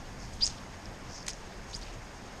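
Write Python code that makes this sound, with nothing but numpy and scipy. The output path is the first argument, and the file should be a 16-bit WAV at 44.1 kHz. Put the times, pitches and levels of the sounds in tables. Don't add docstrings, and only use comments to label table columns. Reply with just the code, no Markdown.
import sys
import numpy as np
from scipy import signal
from scipy.fft import rfft, irfft
from scipy.io import wavfile

SR = 44100
rng = np.random.default_rng(int(sys.argv[2]) if len(sys.argv) > 2 else 0)


def store_pcm(level_fs):
    pcm = np.round(np.clip(level_fs, -1, 1) * 32767).astype(np.int16)
    wavfile.write(sys.argv[1], SR, np.atleast_2d(pcm).T)


N = 105840
T = np.arange(N) / SR


def undb(db):
    return 10 ** (np.asarray(db) / 20)


def unit(x):
    return x / np.sqrt(np.mean(x ** 2))


def colour(x, points, size=4096):
    hz, db = np.array(points).T
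    f = np.maximum(np.fft.rfftfreq(size, 1 / SR), 1)
    cepstrum = irfft(np.log(undb(np.interp(np.log(f), np.log(hz), db))))
    cepstrum[1:size // 2] *= 2
    cepstrum[size // 2 + 1:] = 0
    return signal.fftconvolve(x, irfft(np.exp(rfft(cepstrum))))[:N]


def noise(gain):
    f = np.maximum(np.fft.rfftfreq(N, 1 / SR), 1)
    return unit(irfft(rfft(rng.standard_normal(N)) * gain(f), N))


def walk(bandwidth_hz):
    return noise(lambda f: np.exp(-(f / bandwidth_hz) ** 2))


def decay(start, seconds):
    return (T >= start) * np.exp(-np.maximum(T - start, 0) / seconds)


def river(bands=8, level_db=-48.5, swell_db=.53, ripple_db=.96):
    # (frequency [Hz], relative level [dB])
    spectrum = [(100, 1.5), (300, 1), (480, -1), (750, -0.5), (1000, -2), (1300, -6.5), (1700, -5.5),
                (2500, -10.5), (4200, -17), (7000, -19), (9300, -21.5), (13000, -23)]
    edges = np.concatenate([[0], SR / 2 / 2. 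** np.arange(bands)[::-1]])
    rush = 0
    for low, high in zip(edges, edges[1:]):
        band = np.sqrt(high - low) * noise(lambda f: (f > low) & (f <= high))
        rush += band * undb(ripple_db * walk(23))
    return undb(level_db + swell_db * walk(4.3)) * unit(colour(rush, spectrum))


def bubbles(per_second=500, level_db=-60, low_hz=502.4, high_hz=2590, decay_cycles=4.8, size=2048):
    out, t = np.zeros(N + size), np.arange(size) / SR
    for when, pitch, chance in rng.random((int(per_second * N / SR), 3)):
        hz = low_hz * (high_hz / low_hz) ** pitch
        age = hz * t / decay_cycles
        strength_db = min(-4.5 * np.log(1 - chance), 13.5)
        ring = np.exp(-age) * np.sin(2 * np.pi * hz * t * (1 + .03 * age))
        onset = int(when * N)
        out[onset:onset + size] += undb(strength_db) * ring
    return undb(level_db) * unit(out[:N])


def rumble(settle_db_per_s=2.5):
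    # (frequency [Hz], relative level [dB])
    spectrum = [(8, -8), (18, -6), (30, -1.5), (40, 3.5), (54, -9), (85, -7), (115, -8.5), (160, -27),
                (400, -40.5)]
    # (time [s], level [dB])
    envelope = [(0, -48), (.2, -46), (.36, -42), (.65, -47), (1.25, -49.5), (1.55, -50), (1.82, -44),
                (2.1, -51.5), (2.4, -52.5)]
    # (frequency [Hz], half-width [Hz], initial level [dB])
    modes = [(128.3, 10, -55.5), (184, 8, -56.5), (208.7, 16, -57.5), (255.6, 10, -61.5)]
    hz, db = np.array(spectrum).T
    air = noise(lambda f: undb(np.interp(np.log(f), np.log(hz), db)))
    air *= undb(np.interp(T, *np.array(envelope).T))
    ring = sum(undb(level) * noise(lambda f: 1 / (1 + ((f - centre) / width) ** 2))
               for centre, width, level in modes)
    return air + ring * undb(-settle_db_per_s * T)


def line_hiss(grain_db=3.0, grain_hz=500, top_hz=10500):
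    # (peak time [s], level [dB], rise [s], fall [s], centre [Hz], half-width [octaves])
    swells = [(.235, -57.5, 0.046, 0.062, 5240, 0.41), (.34, -53.5, 0.013, .012, 7000, 1),
              (.417, -39, .008, .010, 3900, .33), (.425, -48, .02, .075, 2700, .8),
              (.456, -39, 0.013, 0.016, 6900, .42), (.476, -40, .016, 0.014, 6000, .7),
              (0.502, -46.5, 0.004, .008, 4100, 0.72), (.53, -55, 0.04, 0.047, 4700, 1),
              (.583, -54, 0.0024, 0.0055, 3500, .5), (1.165, -50.5, .07, .05, 5460, .28),
              (1.302, -39.5, .008, .007, 5500, .7), (1.33, -56, 0.033, .05, 4970, 1),
              (1.708, -54, .018, 0.046, 6000, .5), (1.737, -46.5, .005, .004, 3800, .35),
              (1.762, -49, .016, .018, 7400, 1), (1.83, -52.5, .014, .02, 3700, .65),
              (1.865, -54, .02, .07, 2700, .6), (1.945, -61, 0.033, .03, 6500, 0.32)]
    out = 0
    for peak, db, rise, fall, hz, octaves in swells:
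        swell = np.where(T < peak, np.exp(-((T - peak) / rise) ** 2), decay(peak, fall))
        hiss = noise(lambda f: 1 / (1 + (np.log2(f / hz) / octaves) ** 2)
                     * (f / (f + hz / 10)) ** 2
                     / (1 + (f / top_hz) ** 12))
        out += undb(db) * swell * hiss
    return out * unit(undb(grain_db * walk(grain_hz)))


def whistle(flutter_hz=530, flutter_db=2.7, waver=.009, skirt_hz=1220, side_ratio=.955, side_db=-11):
    # (time [s], frequency [Hz], level [dB])
    strokes = [
        [(.406, 3110, -58), (.412, 3550, -40), (.419, 4155, -36), (.423, 4700, -31.5), (.434, 4860, -25.7),
         (.443, 4892, -31.5), (.449, 5250, -34), (.454, 6500, -46), (.462, 6940, -60)],
        [(1.731, 3400, -54), (1.737, 3700, -49), (1.7415, 4550, -50), (1.744, 4720, -37.5), (1.7475, 4850, -52),
         (1.7503, 4980, -36.7), (1.755, 5150, -54), (1.759, 5460, -64)],
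        [(1.818, 3500, -62), (1.827, 4100, -56), (1.835, 4880, -50), (1.842, 5170, -70)],
    ]
    # (noise at the peak [dB], second harmonic [dB])
    timbres = [(-17, -40), (-8, -15), (-4, -20)]
    out = 0
    for stroke, (skirt_db, octave_db) in zip(strokes, timbres):
        times, hz, db = np.array(stroke).T
        level = np.interp(T, times, db)
        pitch = np.interp(T, times, hz) * (1 + waver * walk(flutter_hz))
        phase = 2 * np.pi * np.cumsum(pitch) / SR
        side = undb(side_db) * np.sin(side_ratio * phase)
        partials = np.sin(phase) + side + undb(octave_db) * np.sin(2 * phase)
        flutter = undb(flutter_db * np.clip(walk(flutter_hz), -3, 1))
        tone = unit(flutter * partials)
        skirt = unit(walk(skirt_hz) * np.sin(phase) + walk(skirt_hz) * np.cos(phase))
        breath = undb(skirt_db + .4 * (db.max() - level))
        sounding = (T > times[0]) * (T < times[-1])
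        out += sounding * undb(level) * (tone + breath * skirt) / np.hypot(1, breath)
    return out


def line_ticks(fizz_db=-17.5, fizz_s=.0025):
    # (time [s], level [dB], ring frequency [Hz], rise [s])
    strikes = [(.4406, -24, 7600, .00018), (.4585, -21, 7400, .00024), (.4662, -17.5, 6100, .00016),
               (0.4761, -19.5, 5700, .00013), (0.8566, -38.5, 5240, .0004), (1.229, -39, 4900, .0003),
               (1.3330, -34.5, 6100, .0004), (1.712, -43, 6200, .0003), (1.767, -39, 6500, 0.00033),
               (1.7908, -40, 8000, .00015), (1.815, -35, 5300, 0.00013)]
    fizz = noise(lambda f: np.exp(-(np.log2(f / 6000) / .41) ** 2))
    out = 0
    for start, db, hz, rise in strikes:
        age = np.maximum(T - start, 0) / rise
        ring = (age * np.exp(1 - age)) ** 2 * np.sin(2 * np.pi * hz * (T - start))
        out += undb(db) * (ring + undb(fizz_db) * decay(start, fizz_s) * fizz)
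    return out


def plops(decay_s=.004):
    # (time [s], level [dB], frequency [Hz])
    rings = [(0.635, -44, 1410), (.969, -46, 1900), (1.593, -44, 1550)]
    return sum(undb(db) * decay(start, decay_s) * np.sin(2 * np.pi * hz * (T - start))
               for start, db, hz in rings)


def tackle_rattle():
    # (time [s], relative level [dB], decay time [s])
    knocks = [(1.2640, -42, .002), (1.2665, -36.5, .0022), (1.2784, -43, .002), (1.2815, -25.5, .0013),
              (1.2843, -25, .0016), (1.2915, -34.5, .003)]
    # (frequency [Hz], gain [dB])
    response = [(300, -16), (1000, -7), (2100, -1.5), (2700, -7), (4000, -3.5), (6500, -1), (8300, -1),
                (10000, -3), (13000, -12)]
    blows = sum(undb(db) * decay(start, decay_s) for start, db, decay_s in knocks)
    return 2 * colour(blows * rng.standard_normal(N), response)


def scene():
    background = river() + bubbles() + rumble()
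    return (background + line_hiss() + whistle() + line_ticks() + plops() + tackle_rattle())[None]


def record(dry, top_hz=14300):
    # (frequency [Hz], gain [dB])
    response = [(1000, 0.5), (4200, 1), (4850, 5.5), (5600, 5), (6100, 1.5), (6500, 8), (7000, 0.5),
                (8000, -2), (9300, -4), (10300, -13), (13000, -9.5), (14300, -30)]
    low_pass = signal.ellip(8, .2, 70, top_hz, fs=SR, output="sos")
    return signal.sosfilt(low_pass, colour(dry[0], response))[None]


dry = scene()
out = record(dry)
store_pcm(out)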